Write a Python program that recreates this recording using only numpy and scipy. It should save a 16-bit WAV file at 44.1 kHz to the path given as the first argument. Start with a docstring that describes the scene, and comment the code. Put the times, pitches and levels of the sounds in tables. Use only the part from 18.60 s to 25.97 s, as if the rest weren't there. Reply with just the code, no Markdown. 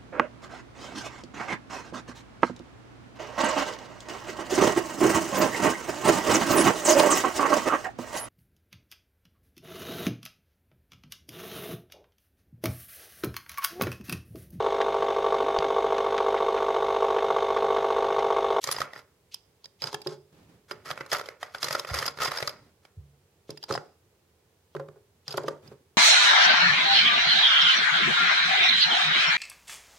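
"""Out of a faint hush, loose brass rifle cartridges clack and scrape as a hand stirs them in a plastic box.
Each collision is a quick chatter of bounces that clacks the plastic, ticks the brass and rings the
hollow cases. The hand seats other cartridges in the slots of a second box, where they knock its body.
Fingers rub the plastic, the boxes bump the table, and a small quiet room answers."""
import sys
import numpy as np
from scipy import signal
from scipy.fft import rfft, irfft
from scipy.io import wavfile
from scipy.ndimage import uniform_filter1d, map_coordinates

SR = 44100
rng = np.random.default_rng(int(sys.argv[2]) if len(sys.argv) > 2 else 0)


def generate_wav(sig):
    """Save sig (samples, or channels by samples) to the path in sys.argv[1] as 16-bit PCM at SR."""
    pcm = np.round(np.clip(np.atleast_2d(sig).T, -1, 1) * 32767).astype(np.int16)
    wavfile.write(sys.argv[1], SR, pcm)


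N = 325017
TIME = np.arange(N) / SR


def undb(db):
    """Turn decibels into a number to multiply by."""
    return 10 ** (np.asarray(db) / 20)


def clock(seconds):
    """Sample times of a short sound."""
    return np.arange(int(seconds * SR)) / SR


def fade(t, t60):
    """Die away by 60 dB in t60 seconds, the fade time."""
    return np.exp(-np.log(1000) * t / t60)


def add(out, s, sound):
    """Mix a sound in at s seconds."""
    i = int(np.clip(s * SR, 0, N - 1))
    out[:, i:i + sound.shape[1]] += sound[:, :N - i]


def blow(x, db):
    """Give a short sound the energy of a hundredth of a second at this level."""
    return x * undb(db) / np.sqrt(np.sum(x ** 2) / len(x) / (SR / 100))


def level(x, db):
    """Set the average (rms) level."""
    return x * undb(db) / x.std()


def through(x, response):
    """Pass a sound through an object, given the object's response to one click."""
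    return signal.oaconvolve(x, np.atleast_2d(response), axes=1)[:, :x.shape[1]]


def colour(points, vary_db=0, size=2048):
    """A click response with this tone colour; each point may stray, as it does from spot to spot."""
    hz, db = np.transpose(points)
    db = db + vary_db * rng.standard_normal(len(db))
    grid_hz = np.maximum(np.fft.rfftfreq(size, 1 / SR), 1)
    gain = undb(np.interp(np.log(grid_hz), np.log(hz), db))
    cepstrum = irfft(np.log(gain))
    cepstrum[1:size // 2] *= 2  # fold it so that nothing sounds before the click
    cepstrum[size // 2 + 1:] = 0
    return irfft(np.exp(rfft(cepstrum)))


def ring(tones, t, detune, apart):
    """Fading tones; pitch, strength and the phase between the ears vary with the spot struck."""
    hz, db, t60 = np.transpose(tones)[:, :, None]
    pitch, size, side = rng.standard_normal((3, len(tones), 1))
    strength = undb(db + 2 * size) * fade(t, t60) * rng.choice([-1, 1], (len(tones), 1))
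    phase = 2 * np.pi * hz * (1 + detune * pitch) * t
    return np.array([np.sum(strength * np.sin(phase + ear * apart * side), axis=0) for ear in (-1, 1)])


def echoes(t, t60, db, width, build_s):
    """Dense echoes build up between walls, then die away."""
    mid, side = rng.standard_normal((2, len(t)))
    tail = np.array([mid + width * side, mid - width * side]) * fade(t, t60) * (1 - np.exp(-t / build_s))
    return tail * undb(db) / np.sqrt(np.sum(tail ** 2) / 2)


def box_echo(t, t60, wall_db, width):
    """The direct click plus its echoes inside a box."""
    response = echoes(t, t60, wall_db, width, build_s=.00049)
    response[:, 0] += 1
    return response


def stereo_noise():
    """Noise that is alike at both ears in the bass and wide in the treble."""
    mid, side = rng.standard_normal((2, N))
    side = signal.sosfilt(signal.butter(1, 1200, "high", fs=SR, output="sos"), side)
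    return np.array([mid + side, mid - side])


# tone colour of the quiet room: (frequency [Hz], level [dB])
HUSH_COLOUR = [(25, -33), (82, 4.5), (263, -17.5), (416, -2.5), (624, -13.5), (887, -16), (1370, -20.5),
               (16000, -29.5)]


def room_hush():
    """The room rumbles and hisses faintly all the way through."""
    return level(through(stereo_noise(), colour(HUSH_COLOUR)), -66.5)


def strokes(events, attack_s, release_s, now):
    """Effort of the hand at these times: each stroke rises, holds and lets go."""
    return sum(undb(db) * np.clip((now - s) / attack_s, 0, 1)
               * np.exp(-np.maximum(now - s - length, 0) / release_s) for s, length, db in events)


# tone colour of fingers on plastic: (frequency [Hz], level [dB])
FINGER_COLOUR = [(30, -5.5), (130, 11), (450, -1.5), (800, -8.5), (4000, -19.5), (15000, -33.5)]
# fingers rub and shift the boxes: (start [s], length [s], level [dB])
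FINGER_RUBS = [(1.72, 0.22, -58.5), (2.12, 0.3, -63), (3.88, 0.21, -63), (7.02, 0.093, -53.5)]


def fingers(holding_db=-73):
    """Fingers hold the plastic with a faint, uneven rustle and now and then rub it harder."""
    slips = undb(1.4 * level(uniform_filter1d(rng.standard_normal(N), SR // 70), 0))
    rustle = level(through(stereo_noise() * slips, colour(FINGER_COLOUR)), 0)
    return rustle * (undb(holding_db) + strokes(FINGER_RUBS, attack_s=.0088, release_s=.036, now=TIME))


def chatter(t, length, bounce, scatter_db=5, lag_s=.00005, count=9):
    """A first contact and smaller bounces, each from its own spot, so one ear hears it a little later."""
    when = np.append(0, rng.exponential(length, count))
    bounces = bounce * np.exp(-when[1:] / (2 * length)) * undb(scatter_db * rng.standard_normal(count))
    size = np.append(1, bounces * rng.choice([-1, 1], count))
    lag = lag_s * rng.standard_normal(count + 1)
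    out = np.zeros((2, len(t)))
    for ear, sign in enumerate((-1, 1)):
        arrival = ((when + np.maximum(sign * lag, 0)) * SR).astype(int)
        np.add.at(out[ear], np.minimum(arrival, len(t) - 1), size)
    return out


def tilted(points, db_per_octave):
    """Brighten or dull a tone colour around the main ring of the case."""
    return [(hz, db + db_per_octave * np.log2(hz / CASE_TONES[0][0])) for hz, db in points]


# tone colour of brass on brass: (frequency [Hz], level [dB])
TICK_COLOUR = [(500, -69), (1800, -13), (3200, 7), (5400, 8), (6800, 3.5), (9000, -4), (9900, 0.5),
               (11200, -3), (12100, -0.5), (13600, -8), (15500, -27.5)]
# main and upper tones of a hollow brass case: (pitch [Hz], level [dB], fade time [s])
CASE_TONES = [(4935, 0, .029), (5130, -7, .016), (4740, -8, .014), (5350, -10, .014), (3400, -16, .014),
              (3800, -18, .01)]
CASE_OVERTONES = [(7300, -5, .012), (9750, -2, .024), (10100, -5, .018), (12050, 0, .022),
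                  (13400, -4, .014)]
# share by which pitch strays from blow to blow: a case in a slot, a case pressed in the heap, a box
SLOT_DETUNE, HEAP_DETUNE, BOX_DETUNE = .006, .014, .008


def collision(box_colour, detune, clack_db, tick_db, ring_db, chatter_s, wall_hz):
    """One chatter shakes the plastic, the brass surface and the hollow case at once."""
    t = clock(.1)
    contacts = chatter(t, chatter_s, bounce=.6)
    t60 = .006 + 3 * chatter_s  # a clean blow dies at once; a long chatter shakes the neighbours too
    plastic = through(contacts, box_echo(t, t60, wall_db=3, width=.35))
    brass = through(contacts, box_echo(t, t60, wall_db=9, width=.75))
    bite_db = tick_db - max(clack_db, ring_db)
    edge = tilted(TICK_COLOUR, .92 * (bite_db - 3.5))  # a tick that stands out more is also brighter
    clack = through(plastic, colour(box_colour, vary_db=2.5))
    wall = through(contacts, ring([(wall_hz, 0, .022)], t, BOX_DETUNE, apart=.21))
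    tick = through(brass, colour(edge, vary_db=3.5))
    case = through(contacts, ring(CASE_TONES, t, detune, apart=.72))
    overtones = through(contacts, ring(CASE_OVERTONES, t, HEAP_DETUNE, apart=4))
    return (blow(clack, clack_db) + blow(wall, clack_db - 4.5)
            + blow(tick, tick_db) + blow(case, ring_db) + blow(overtones, tick_db - 11))


# the hand is among the loose cartridges: (start [s], end [s])
HEAP_VISITS = [(0, 0.6), (2, 4.5)]


def in_heap(s):
    """True while the hand is among the loose cartridges."""
    return sum((s > start) & (s < end) for start, end in HEAP_VISITS) > 0


PLASTIC, BRASS = 1, 2  # where hits() lists the clack and tick levels


def hits():
    """All clacks and clinks: (time [s], clack [dB], tick [dB], ring [dB], chatter [s], wall [Hz])."""
    return clacks() + clinks()


# tone colours of the open box and the slotted box: (frequency [Hz], level [dB])
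OPEN_BOX_COLOUR = [(60, -35), (140, -9.5), (250, -16.5), (500, -1.5), (850, -6.5), (1300, -0.5),
                   (1580, -6.5), (1900, -5), (2600, -17), (9000, -71.5)]
SLOT_BOX_COLOUR = [(60, -32.5), (145, 2.5), (230, -7), (420, 3.5), (700, 1.5), (1300, -1), (2500, -19.5),
                   (8000, -27), (16000, -52.5)]


def collisions():
    """Play the hits that stand out, each coloured by its box."""
    out = np.zeros((2, N))
    for s, *strike in hits():
        box, detune = (OPEN_BOX_COLOUR, HEAP_DETUNE) if in_heap(s) else (SLOT_BOX_COLOUR, SLOT_DETUNE)
        add(out, s, collision(box, detune, *strike))
    return out


# drops onto plastic: (time [s], level [dB], tick above that level [dB], pitch of the wall [Hz])
PLASTIC_HITS = [(0.04, -36.5, 7.5, 1186), (0.073, -35, 0.5, 1100), (0.089, -30, -10.5, 1200),
                (0.113, -37, 7.5, 1060), (0.184, -37.5, -3.5, 1300), (0.204, -30.5, -5.5, 1250),
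                (0.216, -27.5, -7.5, 1290), (0.333, -45, -6.5, 1930), (0.361, -41.5, -29, 1820),
                (1.329, -39, -4, 900), (1.344, -32.5, -2, 1700), (2.111, -35.5, -7, 1315),
                (2.263, -46, -10.5, 1094), (2.303, -33.5, -10.5, 1306), (2.311, -31.5, -6, 1295),
                (2.376, -40, -8, 1385), (2.408, -33, -15, 1520), (2.462, -52.5, -1, 1260),
                (2.53, -27.5, -1, 1300), (2.548, -31.5, -7.5, 2150), (2.567, -40.5, -0.5, 1496),
                (2.583, -47.5, 1.5, 1300), (2.594, -36.5, -7, 1340), (2.612, -38.5, -7.5, 1330),
                (2.658, -48.5, 0, 1280), (2.687, -38, -8, 1396), (2.829, -34, -7, 1224),
                (2.947, -35, -7, 1622), (3.043, -32.5, 3.5, 1167), (3.084, -36, 0.5, 1730),
                (3.108, -32, -3.5, 1350), (3.126, -34, 2, 1360), (3.15, -26.5, -8, 1390),
                (3.248, -38, -8, 1280), (3.342, -33, 0, 1206), (3.367, -34, -11, 1854),
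                (3.426, -30.5, -7.5, 1752), (3.574, -44.5, -6, 1260), (3.587, -38.5, -8, 1770),
                (3.603, -31, -12.5, 1213), (3.618, -30.5, -4.5, 810), (3.625, -36, -5.5, 1260),
                (3.633, -34.5, 1, 1800), (3.717, -31.5, -6, 1720), (3.75, -47.5, -10.5, 1260),
                (3.804, -38, -4, 1710), (3.826, -30.5, -5.5, 1980), (4.251, -55.5, -4, 2220),
                (5.109, -29.5, -16, 1310), (5.152, -30, -16.5, 1030), (5.177, -33.5, -21.5, 1350),
                (6.15, -39.5, -15.5, 1200), (6.165, -41.5, -18, 1040), (6.197, -46.5, -17, 1014),
                (6.286, -49, -21, 1110), (6.741, -36.5, -18, 1370), (6.778, -24, -15.5, 1000),
                (6.882, -28, -11.5, 1200)]


def clacks():
    """Hits of a cartridge dropping against the plastic; its case rings 7 dB below its tick."""
    return [(s, db, db + bite, db + bite - 7, chatter_time(s), hz) for s, db, bite, hz in PLASTIC_HITS]


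# pushes through the heap or down a slot: (start [s], length [s], effort [dB])
HAND_PUSHES = [(0.041, 0.16, -43.5), (0.322, 0.073, -51), (1.213, 0.078, -38), (1.479, 0.059, -48),
               (2.246, 0.07, -43.5), (2.514, 0.037, -32), (2.805, 0.2, -59.5), (3.035, 0.12, -39.5),
               (3.264, 0.1, -40.5), (3.33, 0.15, -38.5), (3.598, 0.077, -32), (3.704, 0.12, -40.5),
               (5.08, 0.077, -36.5), (6.668, 0.067, -43)]


def hand_effort(now):
    """How hard the hand pushes the cartridges at these times."""
    return strokes(HAND_PUSHES, attack_s=.013, release_s=.017, now=now)


def chatter_time(s, free_s=.0022, drag_s=.002):
    """A free cartridge strikes cleanly; the harder the hand pushes the heap, the longer it drags."""
    push = hand_effort(s) / undb(max(db for _, _, db in HAND_PUSHES))
    return free_s + drag_s * push * in_heap(s)


def scrape(per_s=330, scatter_db=5.5):
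    """Surfaces catch and slip in tiny uneven clicks at three spots, each with its own echoes."""
    out = 0
    for _ in range(3):
        slips = (rng.random(N) < per_s / SR) * undb(scatter_db * np.clip(rng.standard_normal(N), -2, 2))
        slips *= rng.choice([-1, 1], N)
        out += through(np.array([slips, slips]), box_echo(clock(.03), t60=.048, wall_db=15.5, width=.16))
    return out


def unrest(column, settle_s, slot_db=-5):
    """How much the cartridges move: they settle after each hit, and slots hold them stiller."""
    power, settling = np.zeros((1, N)), np.exp(-clock(.39) / settle_s)
    for s, db in np.array(hits())[:, [0, column]]:
        add(power, s, undb(db + (0 if in_heap(s) else slot_db)) ** 2 * settling[None])
    return np.sqrt(power)


def swell(column, lead_s=.033):
    """Strength of a faint hiss that rises just before each hit and softens its start."""
    power, rise = np.zeros((1, N)), (clock(lead_s) / lead_s) ** 2
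    for s, db in np.array(hits())[:, [0, column]]:
        add(power, s - lead_s, undb(db) ** 2 * rise[None])
    return np.sqrt(power)


def wander(x, detune, hold_s=.014):
    """One case after another takes over the ring, each at its own pitch."""
    hold = int(hold_s * SR)
    speed = 1 + detune * np.repeat(rng.standard_normal(N // hold + 1), hold)[:N]
    return np.array([map_coordinates(ear, [np.cumsum(speed)], mode="mirror") for ear in x])


def sliding(effort):
    """Pushed or jostled, cartridges scrape along the plastic and each other; slots muffle the brass."""
    slips, heap = scrape(), in_heap(TIME)
    case = ring(CASE_TONES, clock(.041), SLOT_DETUNE, apart=1)
    scraped = lambda response: level(through(slips, response), 0)
    plastic = np.where(heap, scraped(colour(OPEN_BOX_COLOUR)), scraped(colour(SLOT_BOX_COLOUR)))
    brass = np.where(heap, scraped(colour(TICK_COLOUR)), scraped(colour(tilted(TICK_COLOUR, -7))))
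    # hypot adds the power of two motions
    on_plastic = np.hypot(undb(-13) * unrest(PLASTIC, settle_s=.027), undb(-5) * effort)
    on_brass = np.hypot(undb(-9) * unrest(BRASS, settle_s=.0098), undb(-10) * effort)
    plastic *= np.hypot(on_plastic, undb(-15) * swell(PLASTIC) * heap)
    brass *= np.hypot(on_brass, undb(-11) * swell(BRASS))
    singing = wander(scraped(case), HEAP_DETUNE) * undb(-14) * effort
    return plastic + brass + singing


def wall_pitch(usual_hz=1424):
    """Each spot of the plastic wall has a pitch of its own."""
    return usual_hz * 2 ** rng.uniform(-.66, .66)


def tumbling(effort, per_s=150, spots=8):
    """Cartridges at several spots in the heap knock together at random, as hard as the hand pushes."""
    out = 0
    for _ in range(spots):
        struck = rng.random(N) < per_s / spots / SR
        blows = struck * undb(3 * np.clip(rng.standard_normal(N), -2, 1)) * effort
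        knock = collision(OPEN_BOX_COLOUR, HEAP_DETUNE, clack_db=-5, tick_db=-12, ring_db=-12,
                          chatter_s=.0022, wall_hz=wall_pitch())
        out += through(np.array([blows, blows]), knock)
    return out


# tones of a case that is free to ring: (pitch [Hz], level [dB], fade time [s])
PING_TONES = [(9800, 0, .05), (12050, -11, .03)]


def ping(at_s=.121, db=-31):
    """A free case is struck once and gives a short, high ping."""
    out = np.zeros((2, N))
    add(out, at_s, blow(ring(PING_TONES, clock(.1), detune=0, apart=1.5), db))
    return out


def wall_share(s, air_db=-14.5, heap_db=-3.5, slot_db=-12):
    """How much of a clink passes into the plastic depends on where the cartridge is."""
    if .6 < s < 1.15:  # carried from one box to the other
        return air_db
    return heap_db if in_heap(s) else slot_db


# brass strikes brass: (time [s], ring level [dB], tick above that level [dB])
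BRASS_HITS = [(0.122, -34, 2.5), (0.164, -34, -14.5), (0.743, -43, 6), (1.043, -46.5, -9.5),
              (1.057, -45, -10.5), (1.22, -33, -9.5), (1.229, -40.5, -9.5), (1.239, -29, -10),
              (1.27, -36, -7), (1.417, -46.5, -3.5), (1.471, -34, -5.5), (2.116, -41, -16.5),
              (2.517, -30.5, -6), (2.983, -49.5, -4.5), (3.029, -29, -2.5), (3.196, -34, 0.5),
              (3.387, -30, -1.5), (3.457, -35.5, -4), (3.463, -35, 3), (3.479, -29.5, -4.5),
              (3.647, -31.5, -2), (3.656, -31.5, -5), (3.672, -35.5, -3), (3.773, -33.5, -5.5),
              (3.785, -33, -14), (3.875, -28, -7), (3.893, -40.5, -1), (4.904, -45.5, 2.5),
              (4.974, -45, -5), (5.028, -44.5, -5.5), (5.038, -37, -8.5), (5.124, -34.5, -5.5),
              (5.139, -36, -8), (5.158, -36.5, -15.5), (6.68, -33.5, -11), (6.707, -37.5, -6),
              (6.725, -41, -2), (6.772, -46.5, 8), (6.834, -53, -3), (7.076, -54.5, -4)]


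def clinks():
    """Hits of one cartridge on another, which make a case ring out."""
    return [(s, db + wall_share(s), db + bite, db, chatter_time(s), wall_pitch())
            for s, db, bite in BRASS_HITS]


def thumps(events, tones, push_s, low_hz):
    """Soft, slightly bouncing blows on a large body, which gives off little below its lowest tone."""
    out, t = np.zeros((2, N)), clock(.38)
    push = signal.sosfilt(signal.butter(4, low_hz, "high", fs=SR, output="sos"), np.exp(-t / push_s) * t)
    for s, db in events:
        force = through(chatter(t, .00301, bounce=.35), push)
        add(out, s, blow(through(force, ring(tones, t, BOX_DETUNE, apart=.056)), db))
    return out


# a cartridge lands in a slot: (time [s], level [dB])
SLOT_LANDINGS = [(1.338, -33.5), (1.463, -27.5), (1.518, -38.5), (2.111, -39.5), (4.893, -35), (5.102, -26),
                 (5.123, -30), (6.15, -30.5), (6.198, -32.5), (6.284, -46.5), (6.36, -48.5), (6.741, -32),
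                 (6.776, -30), (6.841, -31.5), (6.884, -30), (7.116, -43)]
# tones of the box body: (pitch [Hz], level [dB], fade time [s])
BOX_TONES = [(149, -7.5, 0.38), (336, -8, 0.19), (379.3, 3, 0.13), (421.8, 5, 0.15), (553, -1, 0.11),
             (646, -5, 0.06), (1048, -4, 0.06)]


def landings(rattle_db=-9):
    """A landing cartridge rings the box body and shakes its neighbours in their slots."""
    out = thumps(SLOT_LANDINGS, BOX_TONES, push_s=.0001, low_hz=122)
    for s, db in SLOT_LANDINGS:
        shake = box_echo(clock(.14), t60=.15, wall_db=4.5, width=.54)
        rattle = through(shake, colour(tilted(SLOT_BOX_COLOUR, -2.5), vary_db=3))
        add(out, s, blow(rattle, db + rattle_db))
    return out


# a box bumps the table: (time [s], level [dB])
TABLE_BUMPS = [(3.308, -32), (3.372, -42.5), (4.368, -39)]
# tones of the table top: (pitch [Hz], level [dB], fade time [s])
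TABLE_TONES = [(71.4, -2.5, 0.37), (97.5, 7.5, 0.11), (143, -12.5, 0.74), (181.8, -6, 0.28)]


def table_bumps():
    """A box bumps the table, and the top answers with a deep thud."""
    return thumps(TABLE_BUMPS, TABLE_TONES, push_s=.000573, low_hz=57.7)


def room(x, boom_hz=145):
    """A small room adds a wash of echoes, wider in the treble, and the boom of one standing wave."""
    t = clock(.7)
    boom = fade(t, t60=.044)
    tail = 2 * undb(1) * boom / boom.sum() * np.sin(2 * np.pi * boom_hz * t)
    for band_hz, db, t60, width in [((160, 700), -6.5, .33, .3), ((700, 2000), -14.5, .22, .7),
                                    ((2000, 8000), -20, .43, 1)]:
        band = signal.butter(2, band_hz, "band", fs=SR, output="sos")
        tail = tail + signal.sosfilt(band, echoes(t, t60, db, width, build_s=.0073))
    return x + through(x, tail)


def scene(right_share=.12):
    """The boxes stand slightly to the right; the finest treble scatters evenly to both sides."""
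    effort = hand_effort(TIME)
    cartridges = collisions() + ping() + tumbling(effort * in_heap(TIME)) + sliding(effort)
    sound = room(cartridges + landings() + table_bumps()) + room_hush() + fingers()
    below_treble = signal.filtfilt(*signal.butter(2, 6000, fs=SR), sound)
    return sound + right_share * np.array([[-1], [1]]) * below_treble


def record(dry, rumble_hz=40, ceiling_db=-12, top_hz=16000):
    """Thin the deepest bass, round off the loudest peaks and cut the highest treble."""
    thinned = signal.sosfilt(signal.butter(2, rumble_hz, "high", fs=SR, output="sos"), dry)
    rounded = undb(ceiling_db) * np.tanh(thinned / undb(ceiling_db))
    return signal.sosfilt(signal.ellip(8, .2, 70, top_hz, fs=SR, output="sos"), rounded)


dry = scene()
out = record(dry)
generate_wav(out)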